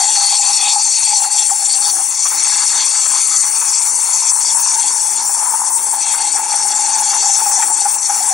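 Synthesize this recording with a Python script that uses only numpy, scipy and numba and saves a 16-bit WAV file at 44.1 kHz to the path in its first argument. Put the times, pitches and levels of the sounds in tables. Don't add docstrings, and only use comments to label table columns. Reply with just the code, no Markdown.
import sys
import numpy as np
from scipy import signal
from scipy.fft import rfft, irfft, next_fast_len
from scipy.io import wavfile
from scipy.ndimage import uniform_filter1d, minimum_filter1d, map_coordinates
from numba import njit

SR = 44100
rng = np.random.default_rng(int(sys.argv[2]) if len(sys.argv) > 2 else 0)


def transcribe(u):
    v = np.clip(np.atleast_2d(u).T, -1, 1)
    q = np.round(v * 32767).astype(np.int16)
    wavfile.write(sys.argv[1], SR, q)


N = 367353
SIZE = next_fast_len(N)
HZ = np.maximum(np.arange(SIZE // 2 + 1) * SR / SIZE, 1)

# t/s, hiss level/dB, bright level/dB, squeal level/dB
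STEAM = [(0.0, -16, -10.5, -22), (0.6, -15.89, -11, -22), (1.1, -17.5, -11.08, -22.18),
         (1.55, -18.5, -11, -29), (2.1, -20.5, -15, -35), (2.45, -16, -11.5, -24.5), (2.8, -18, -11.5, -26),
         (3.3, -16.5, -11, -26.29), (3.85, -17.5, -12, -31.18), (4.3, -17.5, -13, -31),
         (4.75, -16, -12, -31), (5.2, -19.5, -14.5, -35), (5.75, -23, -14.5, -40),
         (6.15, -23.5, -15.5, -28.76), (6.6, -20.5, -14, -33), (7.2, -16.5, -14.5, -28),
         (7.7, -20.5, -11.5, -32.5), (8.33, -16.5, -18.5, -31.5)]
# middle t/s, length/s, lift/dB of hiss, bright half, squeal, high froth
SURGES = [(0.23, 0.12, 0, -0.5, 4.5, -2.5), (0.328, 0.083, -1, 0.5, 3.5, 5),
          (0.39, 0.044, 0.5, 0.5, 1, -11), (0.668, 0.11, -4.5, -1.5, -2, 8), (0.707, 0.068, 6, 1, 4, 1.5),
          (0.77, 0.046, -5.5, -2, -2.5, -22), (0.872, 0.18, 1.5, -2, -1.5, -9.5),
          (1.183, 0.083, 3.5, 1, 3, -4), (1.282, 0.058, -7.5, -8, -3, -8), (1.394, 0.034, 2.5, 4.5, 4, 15),
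          (1.587, 0.095, -1.5, -4, 0, -3), (1.728, 0.074, 0, 3, 11, 4), (1.866, 0.098, 4.5, 1.5, 15.5, 12),
          (2.13, 0.074, -2, -4.5, -1, -2), (2.254, 0.072, 4.5, 0, 5.5, 4), (2.337, 0.063, -2, -6.5, -5, -1),
          (2.79, 0.082, 2, -2.5, 4, 6), (3.395, 0.044, 5.5, 3, -1, -13), (3.514, 0.067, -3.5, -3, -2, -8),
          (3.648, 0.046, -2.5, -5, -3, -1), (3.7, 0.04, 7, -3, -1, 0), (3.923, 0.057, -2, 0, -1, -11),
          (4.07, 0.041, -3, -3, 3, -1), (4.142, .06, 5.5, -2, 7, 6), (4.296, 0.04, 7, 5, 2, 7),
          (4.35, 0.081, -3.5, 2, -1, -15), (4.502, .06, 3.5, -0.5, 4, 5), (4.555, 0.046, -2, 6, -4, -4),
          (4.85, 0.12, -2.5, 1.5, 3, 3), (5.19, .06, -0.5, -4, 3, 1), (5.616, .06, -0.5, -1.5, -4, -6),
          (5.754, 0.031, 5, 11, -2, -3), (5.794, 0.042, -2, -5, -3, 9), (5.986, .07, -0.5, 0, 0, -3),
          (6.108, 0.067, 5.5, 3, 1.5, 7), (6.34, 0.071, 1.5, 2.5, -2.5, -1),
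          (6.442, 0.095, -3.5, -3.5, -7, -4.5), (7.322, 0.15, 5, 2, -0.5, 1.5),
          (7.55, 0.067, 7.5, 1, -3, 1), (7.616, 0.035, 4, 0, 0, 11), (7.731, 0.078, -0.5, -0.5, -4, -11),
          (7.986, 0.067, -7, -2, -12, -10), (8.282, 0.047, -3, 9.5, -6, 3)]
# start t/s, length/s, base level/dB of the top band
TREBLE_SPELLS = [(1.19, 0.094, -39), (1.45, 0.18, -41), (1.753, 0.36, -36), (2.144, 0.016, -40),
                 (2.234, 0.15, -35), (2.755, 0.026, -37), (3.057, 0.074, -37), (3.266, 0.039, -38),
                 (3.443, 0.3, -36), (3.802, 0.102, -39), (3.929, 0.25, -38), (4.292, 0.14, -36),
                 (4.506, 0.13, -31), (4.75, 0.054, -35), (4.919, 0.07, -43), (5.009, 0.17, -41),
                 (5.22, 0.42, -36), (5.686, 0.285, -35), (6.11, 0.072, -36), (6.372, 0.041, -38),
                 (6.652, 0.048, -38), (6.98, 0.054, -37), (7.365, 0.17, -33), (7.577, 0.14, -35),
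                 (7.832, 0.14, -36), (8.065, 0.35, -35)]
# lift/dB of hiss, bright half, squeal, high froth
SPELL_LIFTS_DB = (-3, -0.14, -4.5, -4)
# t/s, mean resonance f/Hz, level/dB re low froth
HOLLOW = [(0, 2480, -9), (.65, 2460, -1), (1.2, 2390, -7.5), (2.1, 2260, -7), (2.4, 2200, 1.5),
          (2.9, 2180, -5), (3.4, 2260, 1.5), (5.0, 2320, -4), (6.4, 2200, -1.5), (7.3, 2290, -3.5),
          (8.33, 2250, -3.5)]
# t/s, hum f/Hz, base level/dB of hum, low gurgle, high gurgle
PITCHER = [(0.0, 823, -21.5, -36.5, -38.5), (0.4, 822, -28, -34, -44), (0.75, 836, -24.5, -35, -46),
           (0.93, 850, -38.5, -44, -48), (1.15, 828, -25, -36, -46), (1.6, 830, -32, -43, -45.5),
           (1.95, 796, -29, -36, -42), (2.15, 843, -40, -41, -52), (2.45, 835, -34, -32.5, -37.5),
           (3.4, 838, -38.5, -33.5, -42.5), (4.2, 930, -30.5, -36.5, -43.5), (4.8, 910, -27, -45, -38.5),
           (5.1, 862, -32, -39.04, -45), (5.5, 900, -27, -32.5, -41.4), (6.0, 863, -29, -40, -44),
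           (6.9, 851, -25, -36.5, -38.5), (7.55, 823, -23, -35, -39), (8.0, 861, -32, -38.5, -45),
           (8.33, 814, -25.5, -33, -35.5)]
# t/s, peak level/dB, f/Hz
GULPS = [(0.078, -19, 850), (0.391, -14, 820), (0.758, -9, 825), (0.852, -23, 880), (1.072, -17, 824),
         (1.128, -12, 861), (1.262, -19.5, 810), (1.512, -11, 800), (2.25, -19.5, 1156),
         (2.315, -23.5, 856), (2.519, -24, 860), (2.916, -34, 805), (3.613, -24, 958), (3.986, -26, 864),
         (4.352, -26, 867), (4.633, -23, 837), (4.779, -14, 922), (4.836, -19, 840), (5.464, -20, 993),
         (5.535, -13.5, 886), (5.757, -17, 910), (5.886, -23, 843), (6.141, -20, 922), (6.239, -18, 856),
         (6.268, -16, 826), (6.353, -16, 826), (6.425, -19, 851), (6.459, -21, 847), (6.517, -15.5, 842),
         (6.547, -22, 813), (6.648, -15.5, 831), (6.789, -12, 833), (6.843, -18, 865), (6.893, -22, 815),
         (6.953, -11, 877), (6.998, -15, 874), (7.08, -16, 844), (7.127, -13, 840), (7.227, -21, 816),
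         (7.257, -12, 837), (7.295, -18, 796), (7.421, -12.5, 872), (7.458, -11, 820), (7.595, -12.5, 898),
         (7.628, -13, 857), (7.692, -31, 805), (7.812, -18, 808), (7.852, -9.5, 817), (8.094, -9, 820),
         (8.202, -19, 763), (8.275, -19.5, 914), (8.307, -16.5, 773)]
# t/s, level/dB (6 dB above band rms at the envelope peak), centre f/Hz
KNOCKS = [(0.1486, -18, 1850), (0.8553, -32, 1060), (1.235, -18, 1080), (1.493, -19, 1070),
          (1.9894, -27, 1310), (2.2511, -17.5, 1160), (2.3151, -20.5, 1120), (2.4428, -25, 1310),
          (2.518, -22, 1380), (2.72, -22, 1680), (2.9392, -20.5, 1710), (3.053, -18.5, 1140),
          (3.6102, -20, 1190), (3.8494, -26, 1260), (5.337, -29, 1290), (5.41, -27, 1280),
          (5.4522, -27, 1290), (5.5363, -21, 1050), (5.867, -28, 1170), (6.135, -17.5, 1170),
          (6.362, -21, 1500), (6.522, -20, 1940), (6.9446, -22.5, 2000), (7.1304, -19, 1220),
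          (7.225, -21, 1250), (7.3981, -21, 1220), (7.4557, -18.5, 1070), (7.5097, -17, 1070),
          (7.6186, -11.5, 1610), (7.8494, -18.5, 1200), (8.0916, -21, 1190)]
# t/s, mean level/dB re roll
SLOSH = [(0, -5), (2.5, -6), (5.0, -7), (5.4, -5.5), (7.2, -2.5), (8.33, -6)]

# f/Hz, level/dB
HISS = [(4700, -5), (5000, -18.5), (5400, -2.5), (6600, 1), (7200, 1.5), (7800, -13)]
BRIGHT = [(6600, -14), (7200, -2), (7700, -3), (8500, 5), (9500, -3), (10300, -9.5), (11100, -19),
          (11600, -54), (11900, -67)]
TOP_BAND = [(12100, -55), (12500, 1), (13000, -10), (13600, -48), (14200, 9), (15000, 7), (15700, -1),
            (16500, -29.5)]
TREBLE_BAND = [(8800, -6), (9500, 2.5), (10300, -1.5), (11100, -8), (11700, -17), (11950, -50)]
FROTH_LOW = [(1600, -25), (1900, 1), (2500, 0.5), (2950, 9.5), (3200, -39)]
FROTH_HIGH = [(2850, -13), (3050, 4.5), (3800, 7), (4050, 11), (4300, -27.5)]
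GURGLE_LOW = [(350, -50), (550, -20), (700, -4), (1000, 9.5), (1250, 3), (1420, -12), (1600, -49)]
GURGLE_HIGH = [(1300, -21), (1450, -1), (1800, -7.5), (2100, -7.5)]
RUMBLE = [(25, -30), (60, -43), (120, -14.5), (200, -12), (320, -5.5), (450, -3), (600, -6.5), (1100, -3.5),
          (1500, -39)]

# f/Hz, full width/Hz at half the dB lift, lift/dB
WALL = [(1318, 82, 7), (1520, 19, -3), (1682, 67, 8), (2444, 54, -4.5), (2527, 22, 7.5), (3367, 120, 8.5),
        (3660, 52, 8.5), (5770, 400, 3.5), (6185, 140, 5), (7620, 170, 8), (8110, 133, -0.5),
        (9450, 110, 5), (10040, 83, 5.5)]
# f/Hz, level/dB, likeness/1 (0-1)
PORTS = [(308, -2, 0.13), (864, 0.1, 1), (1210, -0.5, 0.74), (2320, 0, 1), (4400, -2, 0.97),
         (6100, -4, 0.89), (7370, -6.5, 0.93), (8370, -12, 0.89), (9600, -11.5, 0.56), (10600, -10, 0.37),
         (12400, -2, 0.9), (14100, -6.5, 0.85), (15500, 10, 0)]
# f/Hz, lead/rad
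LEAD = [(5000, 0), (7240, .13), (8180, .45), (9470, 1.5), (11100, 2.9), (14000, 3.1), (15800, 3.3)]
# f/Hz, width/Hz, floor level/dB
DIPS = [(2982, 280, -33), (4003, 245, -11), (5010, 206, -14)]

SQUEAL_HZ, SQUEAL_WIDTH_HZ = 4432, 484
HOLLOW_WIDTH_HZ, HOLLOW_WANDER_HZ = 390, 70
HUM_WIDTH_HZ = 82.6
SQUEAL_REF_DB = -30
LOW_FROTH_DB, LOW_FROTH_SLOPE = -38, 0.67
HIGH_FROTH_DB, HIGH_FROTH_SLOPE = -40.5, 0.83
SURGE_EDGE_S, SPELL_EDGE_S = 0.026, 0.027
TOP_REST_DB, TREBLE_DB = -55.5, -19.5
ROLL_DB, ROLL_SLOPE, GURGLE_REF_DB = -45.0, 0.36, -42
SLOSH_HZ, SLOSH_WIDTH_HZ = 338, 70
BURST_SAMPLES = 8192
GULP_SWELL_S, GULP_T60_S = 0.0052, 0.054
KNOCK_SWELL_S, KNOCK_T60_S = 0.0059, 0.06
KNOCK_WIDTH = 0.8
LIMIT_DB, LIMIT_RATIO, TOP_HZ = -4, 2.2, 15750


def undb(db):
    return 10 ** (np.asarray(db) / 20)


def unit(x):
    return x / np.sqrt(np.mean(x ** 2))


def curves(table):
    s, *columns = np.transpose(table)
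    return [np.interp(np.arange(N) / SR, s, column) for column in columns]


def along(points_hz, values):
    return np.interp(np.log(HZ), np.log(points_hz), values)


def walk(rate_hz):
    levels = rng.standard_normal(int(N / SR * rate_hz) + 2)
    levels = levels - uniform_filter1d(levels, size=5)
    fine = np.repeat(levels, 8)
    fine = uniform_filter1d(uniform_filter1d(fine, size=8), size=8)
    return unit(np.interp(np.arange(N) * (8 * rate_hz / SR), np.arange(len(fine)), fine))


def spells(starts_s, lengths_s, sizes, edge_s):
    out = np.zeros(N + SR)
    for start_s, length_s, size in zip(starts_s, lengths_s, sizes):
        out[int(start_s * SR):int((start_s + length_s) * SR)] += size
    k = max(int(edge_s * SR), 1)
    return uniform_filter1d(uniform_filter1d(out, size=k), size=k)[:N]


def burst(swell_s, t60_s):
    t = np.arange(BURST_SAMPLES) / SR
    shape = (1 - np.exp(-t / swell_s)) ** 2 * np.exp(-np.log(1000) * t / t60_s)
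    return shape / shape.max()


@njit
def svf(x, hz, width_hz):
    y, band, low = np.empty(len(x)), 0., 0.
    for i in range(len(x)):
        g = np.tan(np.pi * hz[i] / SR)
        k = width_hz[i] / hz[i]
        v = (band + g * (x[i] - low)) / (1 + g * (g + k))
        band = 2 * v - band
        low = low + 2 * g * v
        y[i] = k * v
    return y


def collapses(grain_db):
    return unit(rng.standard_normal((2, N)) * undb(grain_db * walk(900)))


def ring(source, hz, width_hz):
    width_hz = width_hz + np.zeros(N)
    out = np.array([svf(svf(row, hz, width_hz), hz, width_hz) for row in source])
    power = uniform_filter1d(uniform_filter1d(out ** 2, size=2600), size=2600)
    return unit(out / np.sqrt(power))


def patchy(source, spectrum, coarse_db, fine_db, rate_hz, octaves=0.12):
    hz, db = np.transpose(spectrum)
    shape = undb(along(hz, db)) * (HZ > hz[0]) * (HZ < hz[-1])
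    coloured = irfft(rfft(source, SIZE) * shape, SIZE)[:, :N]
    f, t, whole = signal.stft(coloured, SR, nperseg=512)
    used = (f > hz[0] - 200) & (f < hz[-1] + 200)
    z = whole[:, used]
    place = np.log2(np.maximum(f[used], 20) / 20)
    swell_db = 0
    for spread_db, width in ((coarse_db, octaves), (fine_db, octaves / 5)):
        grid = np.meshgrid(place / width, t * rate_hz, indexing="ij")
        chance = rng.standard_normal((600, 600))
        swell_db = swell_db + spread_db * map_coordinates(chance, grid, order=1, mode="wrap")
    z = z * undb(swell_db)
    z = z / np.sqrt(uniform_filter1d(np.mean(abs(z) ** 2, axis=(0, 1)), size=15))
    whole = np.zeros_like(whole)
    whole[:, used] = z
    return unit(signal.istft(whole, SR, nperseg=512)[1][:, :N])


def rumble():
    roll = patchy(rng.standard_normal((2, N)), RUMBLE, 2.8, 1.5, 9.3, octaves=0.5)
    b, a = signal.iirpeak(SLOSH_HZ, SLOSH_HZ / SLOSH_WIDTH_HZ, fs=SR)
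    tone = signal.lfilter(b, a, rng.standard_normal((2, N)))
    roll = roll + unit(tone) * undb(curves(SLOSH)[0] + 2.0 * walk(9))
    gurgle_db = curves(PITCHER)[3]
    roll_db = ROLL_DB + ROLL_SLOPE * (gurgle_db - GURGLE_REF_DB) + 1.4 * walk(10)
    return (roll + 0.14 * roll[::-1]) * undb(roll_db)


def pitcher():
    hz, hum_db, low_db, high_db = curves(PITCHER)
    hz = hz + 13.2 * walk(15)
    splash, grain = walk(22), collapses(2.9)
    width_hz = HUM_WIDTH_HZ + 1.6 * np.clip(hz - 840, 0, None)
    drive = collapses(5.0) * undb(0.47 * splash + 1.65 * walk(55))
    hum = ring(drive, hz, width_hz) * undb(hum_db + 2.0 * splash)
    low = patchy(grain, GURGLE_LOW, 4.2, 1.1, 18, octaves=0.3) * undb(low_db)
    high = patchy(grain, GURGLE_HIGH, 0.82, 0.37, 39, octaves=0.21) * undb(high_db)
    return hum + (low + high) * undb(1.76 * splash)


def knocks():
    out, flat = np.zeros(N + BURST_SAMPLES), np.ones(BURST_SAMPLES)
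    noises = rng.standard_normal((len(KNOCKS), BURST_SAMPLES))
    for (s, db, hz), noise in zip(KNOCKS, noises):
        hz = hz * flat
        width_hz = KNOCK_WIDTH * hz
        band = unit(svf(svf(noise, hz, width_hz), hz, width_hz))
        out[int(s * SR):][:BURST_SAMPLES] += undb(db) * burst(KNOCK_SWELL_S, KNOCK_T60_S) / 2 * band
    return out[:N]


def gulps():
    out, t = np.zeros(N + BURST_SAMPLES), np.arange(BURST_SAMPLES) / SR
    for s, db, hz in GULPS:
        pop = burst(GULP_SWELL_S, GULP_T60_S) * np.sin(2 * np.pi * hz * t)
        out[int(s * SR):][:BURST_SAMPLES] += undb(db) * pop
    return out[:N]


def jet():
    hiss_db, bright_db, squeal_db = curves(STEAM)
    start_s, length_s, db = np.transpose(TREBLE_SPELLS)
    in_spell = spells(start_s, length_s, np.ones(len(db)), SPELL_EDGE_S)
    top_db = TOP_REST_DB + spells(start_s, length_s, db - TOP_REST_DB, SPELL_EDGE_S)

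    middle_s, span_s, *lifts_db = np.transpose(SURGES)
    hiss_up, bright_up, squeal_up, froth_up = (
        spells(middle_s - span_s / 2, span_s, lift, SURGE_EDGE_S) + spell_lift * (in_spell - in_spell.mean())
        for lift, spell_lift in zip(lifts_db, SPELL_LIFTS_DB))
    low_db = LOW_FROTH_DB + LOW_FROTH_SLOPE * (squeal_db - SQUEAL_REF_DB)
    high_db = HIGH_FROTH_DB + HIGH_FROTH_SLOPE * (squeal_db - SQUEAL_REF_DB)
    sputter = 0.91 * walk(45) + 1.55 * walk(85)

    hiss = patchy(collapses(1.34), HISS, 2.3, 3.8, 30) * undb(hiss_db + hiss_up + sputter)
    bright = patchy(collapses(1.0), BRIGHT, 1.7, 5.2, 30)
    bright = bright * undb(bright_db + bright_up + 0.68 * sputter + 1.7 * walk(90))
    squeal = ring(collapses(0.87), SQUEAL_HZ * (1 + 0.014 * walk(20)), SQUEAL_WIDTH_HZ)
    squeal = squeal * undb(squeal_db + squeal_up + 0.97 * sputter + 1.6 * walk(30))

    grain = collapses(3.3)
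    hollow_hz, hollow_db = curves(HOLLOW)
    hollow_hz = hollow_hz + HOLLOW_WANDER_HZ * walk(8)
    low = patchy(grain, FROTH_LOW, 4.0, 5.0, 18)
    low = low + ring(collapses(1.7), hollow_hz, HOLLOW_WIDTH_HZ) * undb(hollow_db)
    low = low * undb(low_db + 0.44 * froth_up)
    high = patchy(grain, FROTH_HIGH, 4.5, 1.9, 18) * undb(high_db + froth_up)
    froth = (low + high) * undb(0.57 * sputter + 0.66 * walk(14))

    top = patchy(collapses(1.5), TOP_BAND, 2.3, 4.1, 30) * undb(top_db + 3.5 * walk(20))
    treble = patchy(collapses(1.2), TREBLE_BAND, 1.5, 4.5, 30) * undb(TREBLE_DB) * in_spell
    return hiss + bright + treble + squeal + froth + top


def scene():
    lift_db = sum(db / (1 + (2 * (HZ - hz) / width_hz) ** 2) for hz, width_hz, db in WALL)
    both, own = rfft(jet() + pitcher(), SIZE) * undb(lift_db)
    both = both + rfft(gulps() + knocks(), SIZE)
    hz, db, alike = np.transpose(PORTS)
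    alike = np.clip(along(hz, alike), 0, 1)
    right = alike * both + np.sqrt(1 - alike ** 2) * own
    lead_rad = along(*np.transpose(LEAD))
    right = right * undb(along(hz, db)) * np.exp(1j * lead_rad)
    return irfft(np.array([both, right]), SIZE)[:, :N] + rumble()


def record(dry):
    for hz, width_hz, db in DIPS:
        edges_hz = [hz - width_hz / 2, hz + width_hz / 2]
        stop = signal.butter(2, edges_hz, "bandstop", fs=SR, output="sos")
        dry = undb(db) * dry + (1 - undb(db)) * signal.sosfilt(stop, dry)
    peak = -minimum_filter1d(-abs(dry).max(axis=0), size=128)
    over = np.maximum(peak / undb(LIMIT_DB), 1)
    over = uniform_filter1d(uniform_filter1d(over, size=256), size=256)
    held = np.clip(dry * over ** (1 / LIMIT_RATIO - 1), -1, 1)
    top_cut = signal.ellip(12, 0.2, 80, TOP_HZ, fs=SR, output="sos")
    return signal.sosfilt(top_cut, held)


dry = scene()
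out = record(dry)
transcribe(out)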